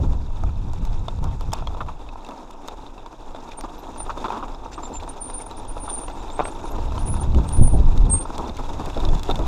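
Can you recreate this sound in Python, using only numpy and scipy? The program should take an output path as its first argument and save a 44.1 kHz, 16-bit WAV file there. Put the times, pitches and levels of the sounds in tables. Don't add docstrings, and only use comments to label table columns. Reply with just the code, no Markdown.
import sys
import numpy as np
from scipy import signal
from scipy.fft import rfft, irfft, next_fast_len
from scipy.io import wavfile
from scipy.ndimage import uniform_filter1d, map_coordinates

SR = 44100
rng = np.random.default_rng(int(sys.argv[2]) if len(sys.argv) > 2 else 0)


def put_to_file(sound):
    columns = np.atleast_2d(sound).T
    safe = np.clip(columns, -1, 1)
    whole_steps = np.round(safe * 32767)
    wavfile.write(sys.argv[1], SR, whole_steps.astype(np.int16))


N = 417627

# start_s, roll_level_db, crunch_level_db
TRAIL_LEVELS = [(0.0, -44, -56), (0.53, -46, -58.5), (1.55, -45.5, -57), (1.69, -42.5, -57.5),
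                (2.0, -44.5, -58.5), (2.37, -43, -58.5), (3.14, -45, -59), (4.33, -37.5, -52),
                (4.51, -41, -57), (5.72, -39.5, -53.5), (6.62, -37.5, -51), (8.04, -39, -53),
                (8.5, -37.5, -51), (8.555, -43.5, -54.5), (8.6, -39, -52), (9.26, -38.5, -49.5),
                (9.47, -34.5, -49)]
# frequency_hz, relative_gain_db
ROLL_COLOUR = [(40, -35.5), (120, -8), (200, -4), (275, 3), (400, -1.5), (580, -4), (780, -0.5), (920, 3),
               (1100, -6.5), (1300, -9.5), (1550, -21.5), (2000, -36), (3000, -40), (8000, -65)]
# frequency_hz, relative_gain_db
CRUNCH_COLOUR = [(700, 5), (1500, 9.5), (2000, 0.5), (2650, 5.5), (3000, -4), (3650, 7), (4200, -3),
                 (5400, 0.5), (6100, -1), (6900, 1), (8200, -6.5), (11000, -14), (15000, -21)]
# frequency_hz, relative_gain_db
PEBBLE_COLOUR = [(700, -9), (1500, -1), (2000, -8.5), (2650, 1), (3050, -6), (3650, 6), (4300, -6.5),
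                 (6900, -1), (9000, -1), (15000, -26)]


def tyres(roll_trim_db=1.22, crunch_trim_db=1.6, pebble_db=-4.0):
    roll_db, crunch_db = curves(TRAIL_LEVELS)
    clumps = np.tanh(wobble(50))

    impacts = stones(rate=800, spread_db=0.5) + 0.64 * rng.standard_normal(N)
    thuds = even(colour(impacts, ROLL_COLOUR), span=0.17)
    rolling = amp(roll_db + roll_trim_db + 3.0 * clumps + 0.61 * wobble(70)) * thuds

    grains = rng.standard_normal(N) + 0.5 * stones(rate=1800, spread_db=2)
    sand = amp(1.36 * wobble(70)) * even(colour(grains, CRUNCH_COLOUR), span=0.12)
    crackle = amp(pebble_db) * even(colour(pebbles(), PEBBLE_COLOUR), span=0.17)
    crunch = amp(crunch_db + crunch_trim_db + 2.9 * clumps) * (sand + crackle)
    return rolling + crunch


def ground(s):
    when, roll_db, crunch_db = np.transpose(TRAIL_LEVELS)
    return np.interp(s, when, roll_db), np.interp(s, when, crunch_db)


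CLUSTER_S = 0.018


def pebbles(count=6500, size=5):
    when, pitch, life, strength = rng.random((count, 4)).T[:, :, None]
    clusters = np.repeat(rng.random((count // size, 2)), size, axis=0)
    cluster_when, cluster_pitch = clusters.T[:, :, None]
    t = np.arange(SR // 140) / SR
    hz = 1500 * 2.7 ** cluster_pitch * 1.9 ** pitch
    t60 = 0.003 + 0.005 * life
    db = -3.5 * np.log(strength + 0.04)
    clicks = amp(db - 60 * t / t60) * np.sin(2 * np.pi * hz * t) * (1 - np.exp(-t * hz))
    first_sample = (cluster_when * N + when * CLUSTER_S * SR).astype(int)
    place = first_sample + np.arange(len(t))
    return unit(np.bincount(place.ravel(), clicks.ravel(), N)[:N])


# start_s, knock_level_db, tick_level_db, snap_level_db, stone_pitch_hz
HARD_BLOWS = [(0.436, -21, -57, -41.5, 3600), (0.733, -28.5, -62, -38.5, 3600),
              (0.851, -41, -46, -37, 3700), (0.929, -41, -44.5, -50, 3640), (1.082, -18, -32, -43.5, 3590),
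              (1.241, -30, -54, -34.5, 3630), (1.409, -26, -67, -36, 3600), (1.5192, -30, -42, -41, 3200),
              (1.530, -18.5, -50, -32, 2680), (1.5336, -16.5, -35, -20, 3670), (1.586, -35, -45, -47, 3740),
              (1.622, -23.5, -53, -60, 2600), (1.671, -21.5, -32.5, -43, 3360),
              (1.747, -25.5, -51, -60, 2580), (2.088, -36, -43.5, -64, 2530),
              (2.156, -25.5, -61, -65, 2600), (2.247, -36, -45, -43.5, 2690), (2.264, -39, -46, -48, 3630),
              (2.288, -21.5, -46, -42, 3550), (2.308, -34, -47, -49, 2700), (2.509, -38, -54, -40, 3660),
              (2.6768, -48, -54, -35, 3630), (2.683, -23, -35, -34, 3610), (2.864, -33, -45.5, -58, 3650),
              (2.979, -48, -47, -59, 2630), (3.061, -27, -44.5, -46, 3540), (3.347, -24.5, -47, -52, 3560),
              (3.361, -34, -45, -52, 3600), (3.489, -29, -55, -45, 3680), (3.609, -30, -48, -32.5, 2390),
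              (4.002, -22.5, -44, -56, 2600), (4.101, -23, -43, -56, 2690), (4.176, -21.5, -46, -45, 3620),
              (4.282, -20, -42, -56, 3560), (4.303, -14.5, -40, -52, 2500), (4.322, -25, -45, -45, 3640),
              (4.37, -24, -52, -55, 2600), (4.481, -29, -47, -48, 3700), (4.546, -33, -43.5, -56, 3700),
              (4.66, -22, -64, -63, 3600), (4.833, -25, -40.5, -50, 3710), (4.853, -40, -44, -54, 3540),
              (4.954, -33, -44, -48, 2720), (4.968, -43, -49, -52, 3500), (5.033, -27, -43.5, -49, 3600),
              (5.299, -26, -41.5, -51, 3680), (5.402, -42, -46.5, -53, 2200),
              (5.511, -25.5, -41, -43, 3950), (5.767, -20.5, -54, -55, 2600), (5.878, -28, -58, -54, 2400),
              (5.898, -42, -40, -50, 3580), (6.081, -22, -42, -52, 2030), (6.3, -40, -40, -49, 3560),
              (6.4529, -18, -39, -48, 2500), (6.63, -34, -53, -51, 2600), (6.978, -21, -39.5, -44, 3040),
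              (7.139, -21, -48, -54, 2580), (7.346, -25, -40, -42, 2900), (7.489, -33, -42, -31, 3480),
              (7.976, -30, -41, -36, 3850), (8.137, -24.5, -52, -53, 2630), (8.254, -20.5, -64, -59, 2600),
              (8.3797, -24, -38, -31.5, 3460), (8.494, -32, -38.5, -45, 3670),
              (8.568, -37, -51, -36.5, 3600), (8.691, -27, -45, -43, 3600), (8.733, -37, -43, -39, 3580),
              (8.858, -35, -47, -33, 3650), (8.899, -36, -43, -46, 3600), (8.945, -38, -42, -45, 3420),
              (8.974, -22, -38, -51, 3730), (9.001, -33, -37, -37, 3700), (9.05, -32, -31.5, -37, 3740),
              (9.087, -27, -36.5, -38, 3520), (9.149, -27, -37, -39, 3670), (9.194, -28, -42, -36, 3560),
              (9.232, -46, -42, -27, 3430), (9.29, -18, -58, -51, 3630), (9.298, -20, -31, -37, 3680),
              (9.31, -22, -25, -30, 3640), (9.356, -25, -33.5, -34, 3600), (9.39, -25, -41, -38, 3600)]
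# pitch_hz, level_db, t60_s
CASE_MODES = [(260, -34, .03), (467, 3.5, 0.019), (674, 6, 0.023), (926, 11, 0.023), (1098, 8, 0.012),
              (1309, -1.5, 0.03), (1650, -20, 0.01)]
# pitch_ratio (times stone pitch), level_db, t60_s
STONE_CLICK_MODES = [(0.996, 3, 0.027), (1.39, -10, 0.015), (0.75, -13, 0.0089)]
# frequency_hz, relative_gain_db
TICK_COLOUR = [(700, -3.5), (1700, -9.5), (2600, -5.5), (3000, -12), (3650, 1), (4300, -9), (6000, -19.5),
               (12000, -48)]
# frequency_hz, relative_gain_db
SNAP_COLOUR = [(1500, -11.5), (4500, -4.5), (7000, -2.5), (10000, -16), (15000, -19)]


def knocks():
    body, ticks, snaps = np.zeros((3, N))
    for s, knock_db, tick_db, snap_db, stone_hz in list(HARD_BLOWS) + stray_knocks():
        knock = ring(CASE_MODES, attack=0.00079)
        stone_modes = np.multiply(STONE_CLICK_MODES, [stone_hz, 1, 1])
        click = ring(stone_modes, attack=0.00026, scatter_db=6.5, detune=0.016)
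        add(body, s + 0.00065, amp(knock_db) * knock)
        add(body, s + 0.001052, amp(tick_db + 5.5) * click)
        add(ticks, s + 0.000977, burst(tick_db + 11.5, t60=0.031, spike=3.2))
        add(snaps, s + 0.001008, burst(snap_db + 7, t60=0.013, spike=4.8))
    return body + colour(ticks, TICK_COLOUR) + colour(snaps, SNAP_COLOUR)


STRAY_KNOCK_DB, STRAY_TICK_DB, STRAY_SNAP_DB, STRAY_SPREAD_DB = 13, 0.5, 6.5, 2


def stray_knocks(count=36):
    place, pitch, *chance = rng.random((count, 5)).T
    s = (np.arange(count) + place) / count * N / SR
    roll_db, crunch_db = ground(s)
    levels = np.array([roll_db + STRAY_KNOCK_DB, crunch_db + STRAY_TICK_DB, crunch_db + STRAY_SNAP_DB])
    levels = levels + STRAY_SPREAD_DB * (2 * np.array(chance) - 1)
    stone_hz = 2000 * 2 ** pitch
    return list(zip(s, *levels, stone_hz))


# start_s, length_s (the rattle lasts 1.4 times this),
# chatter_level_db (before a 1 dB lift), frame_thud_level_db
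LOOSE_PATCHES = [(0.034, 0.021, -35, -32.5), (1.222, 0.072, -37, -37.5), (1.536, 0.081, -40.5, -45),
                 (1.805, 0.016, -27, -35), (1.883, 0.018, -33, -61), (2.286, 0.021, -37, -36.5),
                 (3.636, 0.02, -29.5, -30.5), (4.094, 0.018, -25.5, -42), (4.173, 0.012, -32.5, -33),
                 (4.242, 0.025, -24.5, -32), (4.308, 0.091, -31.5, -35.5), (4.426, 0.019, -29, -33.5),
                 (4.777, 0.015, -31, -37), (4.9, 0.029, -43, -31.5), (5.876, 0.026, -33, -51),
                 (6.393, 0.045, -28.5, -32.5), (6.638, 0.021, -44, -32), (6.734, 0.039, -37, -32),
                 (6.781, 0.015, -31, -26.5), (7.732, 0.041, -48, -26), (8.292, 0.021, -50, -31),
                 (8.387, 0.03, -28.5, -27.5), (8.429, 0.043, -35.5, -34), (8.49, 0.019, -40, -28),
                 (8.585, 0.022, -32.5, -32), (8.697, 0.037, -37.5, -35.5), (8.871, 0.03, -40, -32),
                 (9.032, 0.02, -33, -38), (8.794, 0.027, -31.5, -27.5), (8.962, 0.03, -34.5, -24.5),
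                 (9.02, 0.15, -44, -31), (9.288, 0.03, -32, -20.5), (9.388, 0.037, -32.5, -25.5)]
# start_s, length_s, level_db
GRAVEL_SCATTERS = [(1.54, 0.11, -51), (3.512, 0.031, -45), (4.718, 0.053, -44.5), (4.999, 0.02, -46),
                   (6.397, 0.034, -60), (8.569, 0.02, -43), (8.793, 0.03, -45.5), (9.39, 0.019, -47.5)]
# frequency_hz, relative_gain_db
THUD_COLOUR = [(70, -9), (160, -9.5), (260, 4), (370, -1), (500, -5.5), (800, -3), (2000, -65.5)]
# frequency_hz, relative_gain_db
CHATTER_COLOUR = [(150, -44), (400, -16), (650, 2), (950, 10), (1300, -4.5), (1600, -17.5), (2100, -38),
                  (5000, -54.5)]
# frequency_hz, relative_gain_db
CLANK_COLOUR = [(200, -36), (500, -16), (750, 1), (1020, 9.5), (1300, 5), (1600, -10.5), (2100, -23),
                (2650, -15), (3050, -23), (3650, -15), (4400, -35), (8000, -54)]
CLANK_RANGE_DB = 7
SPRAY_DB, SPRAY_FOLLOWS, FIRM_GROUND_DB = -20, 0.5, -53


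def rattles():
    thud, chatter, clank, spray = np.zeros((4, N))
    for s, length, chatter_db, thud_db in LOOSE_PATCHES:
        u = np.linspace(0, 1, int(1.4 * length * SR))
        shape = np.minimum(u / 0.06, 1) * np.cos(u * np.pi / 2)
        loose_db = SPRAY_FOLLOWS * (ground(s)[1] - FIRM_GROUND_DB)
        hard = np.clip((chatter_db - thud_db) / CLANK_RANGE_DB, 0, 1)
        shake = amp(chatter_db + 1.0) * shape
        add(thud, s, amp(thud_db) * shape)
        add(chatter, s, np.sqrt(1 - hard) * shake)
        add(clank, s, np.sqrt(hard) * shake)
        add(spray, s, amp(chatter_db + SPRAY_DB + loose_db) * shape)
    for s, length, db in GRAVEL_SCATTERS:
        fade = np.cos(np.linspace(0, np.pi / 2, int(length * SR)))
        add(spray, s, amp(db) * fade)

    contacts = stones(rate=1500, spread_db=0.5)
    chain_contacts = stones(rate=1500, spread_db=0.5)
    frame = thud * even(colour(contacts, THUD_COLOUR), span=0.013)
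    fittings = chatter * even(colour(contacts, CHATTER_COLOUR), span=0.011)
    chain = clank * even(colour(chain_contacts, CLANK_COLOUR), span=0.0089)
    gravel = spray * unit(colour(rng.standard_normal(N) + pebbles(), CRUNCH_COLOUR))
    return frame + fittings + chain + gravel


# start_s, push_level_db (before a 0.5 dB cut), crack_level_db (before colour)
CLUNK_HITS = [(6.3935, -6.5, -27), (6.4002, -7.5, -26), (6.407, -4.5, -30), (6.454, -16.5, -20)]
# frequency_hz, gain_db
CRACK_COLOUR = [(150, -20), (600, 0), (1400, -2), (1900, -1), (2500, 9), (3050, -9), (3650, -6),
                (4500, -24), (10000, -42)]


def clunks(width=0.00032, spike=10):
    pushes, cracks = np.zeros((2, N))
    t = np.arange(-SR // 200, SR // 200) / SR
    push = (1 - (t / width) ** 2) * np.exp(-(t / width) ** 2 / 2)
    for s, push_db, crack_db in CLUNK_HITS:
        add(pushes, s + t[0], amp(push_db - 0.5) * push)
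        add(cracks, s, burst(crack_db, t60=0.01, spike=spike))
    return pushes + colour(cracks, CRACK_COLOUR)


# start_s, end_s, firmest_share (of the length), first_pitch_hz, last_pitch_hz, level_db
PAD_TOUCHES = [(3.576, 3.58, 0.46, 9040, 9060, -36.5), (3.781, 3.813, .3, 12700, 12800, -59),
               (3.98, 4.027, 1, 9130, 9100, -35), (4.737, 4.773, .4, 8520, 8430, -57),
               (4.725, 4.746, .5, 7300, 7200, -52), (4.828, 4.86, 0.55, 7200, 7270, -41),
               (4.937, 4.968, 0.8, 7280, 7230, -36.5), (5.094, 5.096, .5, 8940, 9020, -36),
               (5.209, 5.311, 0.068, 9160, 9080, -34.5), (5.336, 5.425, 0.15, 9320, 9070, -34),
               (5.454, 5.483, .4, 9360, 9240, -45), (5.568, 5.596, 0.26, 9290, 9220, -47),
               (5.682, 5.716, .2, 9360, 9220, -41.5), (5.733, 5.795, .7, 9400, 9560, -57),
               (5.802, 5.868, 0.4, 9320, 9290, -39), (5.888, 6.058, 0.25, 9080, 9080, -32),
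               (6.123, 6.136, .5, 8470, 8500, -56), (6.193, 6.222, 0.58, 7230, 7320, -57),
               (6.31, 6.325, .5, 7200, 7300, -51), (6.327, 6.367, 0.25, 8500, 8330, -48),
               (6.441, 6.486, 0.18, 8440, 8600, -40), (6.48, 6.498, .4, 8800, 9300, -52),
               (6.523, 6.555, .6, 10000, 10200, -62), (6.64, 6.69, 0.54, 9350, 9560, -54),
               (6.705, 6.726, .5, 11720, 11780, -54), (6.985, 7.012, 0.6, 9160, 9500, -47),
               (7.014, 7.03, .4, 9950, 10150, -56), (7.058, 7.09, .5, 9350, 9450, -35.5),
               (7.083, 7.096, .5, 7650, 7600, -53), (7.09, 7.103, 0.6, 9650, 10040, -35),
               (7.121, 7.127, .4, 9900, 9830, -34), (7.141, 7.198, 0.1, 9700, 9300, -48),
               (7.206, 7.225, 0.72, 9300, 9040, -37), (7.469, 7.507, 0.27, 8540, 8800, -44),
               (7.528, 7.575, 0.92, 9370, 9450, -33), (7.601, 7.759, 0.28, 9390, 9340, -31.5),
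               (8.099, 8.1, .5, 8540, 8580, -27.5), (8.114, 8.144, 0.71, 8490, 8570, -17),
               (8.149, 8.196, .05, 8620, 8580, -27), (8.204, 8.22, .4, 8800, 8750, -32)]
GRIP_FADE_DB_PER_S = 119
DISC_DAMPING_DB_PER_S = 795


def brake(trim_db=-2.1):
    out, t = np.zeros(N), np.arange(N) / SR
    edge, tail = 0.017, 0.06
    waver_hz = 44 * wobble(100) + 22 * wobble(400)
    slip = 0.3 * (wobble(240) + 1j * wobble(240))
    rasp = 0.04 * (wobble(1100) + 1j * wobble(1100))
    flutter = amp(3 * wobble(90))
    for start, end, firmest, first_hz, last_hz, db in PAD_TOUCHES:
        span = (t > start - edge / 2) & (t < end + tail)
        now = t[span]
        loose = np.interp(db, [-30, -18], [1, 0.3])
        hz = np.interp(now, [start, end], [first_hz, last_hz]) + loose * waver_hz[span]
        swell = np.sin(np.clip((now - start) / edge + 0.5, 0, 1) * np.pi / 2) ** 2
        grip_db = -GRIP_FADE_DB_PER_S * np.abs(now - start - firmest * (end - start))
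        release_db = -DISC_DAMPING_DB_PER_S * np.maximum(now - end, 0)
        roughness = 1 + loose * (slip[span] + rasp[span])
        tone = np.real(roughness * np.exp(2j * np.pi * np.cumsum(hz) / SR))
        tone = tone * swell * flutter[span] * amp(grip_db + release_db)
        rms = np.sqrt(np.sum(tone ** 2) / ((abs(end - start) + edge) * SR))
        out[span] += amp(db) * tone / rms
    return out * amp(trim_db)


# start_s, buffet_level_db
AIR_LEVELS = [(0.0, -20), (0.3, -30.5), (1.3, -30.5), (1.45, -36), (1.86, -34.5), (1.98, -48.5),
              (2.15, -48.5), (2.3, -63), (2.8, -56), (4.3, -51), (6.2, -49.5), (6.7, -40), (6.8, -30.5),
              (7.0, -28), (7.52, -24), (7.95, -20.5), (8.14, -22.5), (8.24, -41.5), (8.7, -34.5),
              (9.0, -35), (9.47, -26)]
# peak_s, half_width_s (to 1/e), buffet_change_db, rumble_change_db
GUSTS_AND_LULLS = [(0.08, 0.068, 3, 2.5), (0.46, 0.048, 8.5, 2), (0.72, 0.062, 1.5, 2.5),
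                   (1.27, 0.1, 4, 1.5), (1.5, 0.03, 7, 3), (1.75, 0.2, 1, -1.5), (7.295, 0.018, 6.5, 13),
                   (7.372, 0.038, 11, 6), (7.47, 0.071, -1, -8.5), (7.611, 0.026, 14, 15),
                   (7.662, 0.033, 8, 10), (7.745, 0.03, 9.5, 12.5), (7.8, 0.02, 7.5, 6.5),
                   (7.87, 0.051, -3.5, 10.5), (8.02, 0.048, 0.5, 14.5), (8.157, 0.016, 6.5, -5),
                   (9.09, 0.085, 6.5, 14), (9.33, 0.068, -5, 2.5)]
# frequency_hz, relative_gain_db
RUMBLE_COLOUR = [(8, -15), (18, 3), (29, -3.5), (45, -10.5), (70, -19.5), (120, -27), (300, -80.5),
                 (900, -130)]
# frequency_hz, relative_gain_db
BUFFET_COLOUR = [(25, -16.5), (50, 4), (75, 4), (120, -5.5), (180, -10.5), (260, -20.5), (450, -32),
                 (900, -37), (2000, -85), (6000, -120)]
# frequency_hz, relative_gain_db
FLAP_COLOUR = [(100, -20), (220, -1.5), (400, -9), (700, -20), (1100, -39), (2500, -63)]
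RUMBLE_DB, RUMBLE_FOLLOWS, SWELL_DB, BREEZE_DB = -25, 0.48, 2.5, -30
GUST_DB = 2
FLAP_DB, FLAP_FOLLOWS, GALE_DB = -24.5, 1.6, -12


def wind():
    air_db, = curves(AIR_LEVELS)
    t = np.arange(N) / SR
    rumble_db = RUMBLE_DB + RUMBLE_FOLLOWS * (air_db - BREEZE_DB) + SWELL_DB * wobble(7.6)
    buffet_db = air_db + GUST_DB * wobble(16)
    for s, width, flutter_db, push_db in GUSTS_AND_LULLS:
        swell = np.exp(-((t - s) / width) ** 2)
        buffet_db = buffet_db + flutter_db * swell
        rumble_db = rumble_db + push_db * swell
    flap_db = FLAP_DB + FLAP_FOLLOWS * np.minimum(buffet_db - GALE_DB, 2)
    rumble = even(colour(rng.standard_normal(N), RUMBLE_COLOUR), span=0.15)
    buffet = even(colour(rng.standard_normal(N), BUFFET_COLOUR), span=0.046)
    flap = even(colour(rng.standard_normal(N), FLAP_COLOUR), span=0.065)
    return amp(rumble_db) * rumble + amp(buffet_db) * buffet + amp(flap_db) * flap


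def ring(modes, attack, scatter_db=4.5, detune=0.029):
    t = np.arange(SR // 12) / SR
    hz, db, t60 = np.transpose(modes)[:, :, None]
    size, shift = rng.standard_normal((2, len(modes), 1))
    sign = rng.choice([-1, 1], (len(modes), 1))
    decay = amp(db + scatter_db * size - 60 * t / t60)
    tones = np.sin(2 * np.pi * hz * (1 + detune * shift) * t)
    x = np.sum(sign * decay * tones, 0) * (1 - np.exp(-t / attack))
    return x / np.abs(x).max()


def burst(db, t60, spike):
    t = np.arange(SR // 20) / SR
    return amp(db - 60 * t / t60) * (rng.standard_normal(len(t)) + spike * (t == 0))


def stones(rate, spread_db):
    size = amp(spread_db * np.minimum(rng.exponential(size=N), 4))
    return unit((rng.random(N) < rate / SR) * size * rng.choice([-1, 1], N))


def wobble(rate):
    knots = rng.standard_normal(int(N * rate / SR) + 4)
    return map_coordinates(knots, [np.arange(N) * rate / SR])


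def colour(x, points):
    m = 2 * next_fast_len(N // 2 + SR // 4)
    hz, db = np.transpose(points)
    gain = amp(np.interp(np.log(np.fft.rfftfreq(m, 1 / SR) + 1), np.log(hz), db))
    cepstrum = irfft(np.log(gain))
    cepstrum[1:m // 2] *= 2
    cepstrum[m // 2 + 1:] = 0
    return irfft(rfft(x, m) * np.exp(rfft(cepstrum)), m)[:N]


def even(x, span):
    envelope = np.abs(signal.hilbert(x, next_fast_len(N))[:N])
    power = uniform_filter1d(envelope ** 2, int(span * SR))
    return unit(x / np.sqrt(np.abs(power) + 0.039 * power.mean()))


def curves(rows):
    s, *cols = np.transpose(rows)
    return [np.interp(np.arange(N) / SR, s, c) for c in cols]


def add(track, s, sound):
    part = track[max(round(s * SR), 0):][:len(sound)]
    part += sound[:len(part)]


def amp(db):
    return 10 ** (np.asarray(db) / 20)


def unit(x):
    return x / np.sqrt(np.mean(x ** 2) + 1e-20)


def scene():
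    return (tyres() + knocks() + rattles() + clunks() + brake() + wind())[None]


TOP_HZ = 15300


def record(dry):
    rounded = dry / (1 + (dry / 0.88) ** 6) ** (1 / 6)
    m = next_fast_len(N + SR // 4)
    in_band = np.fft.rfftfreq(m, 1 / SR) < TOP_HZ
    return irfft(rfft(rounded, m) * in_band, m)[:, :N]


dry = scene()
out = record(dry)
put_to_file(out)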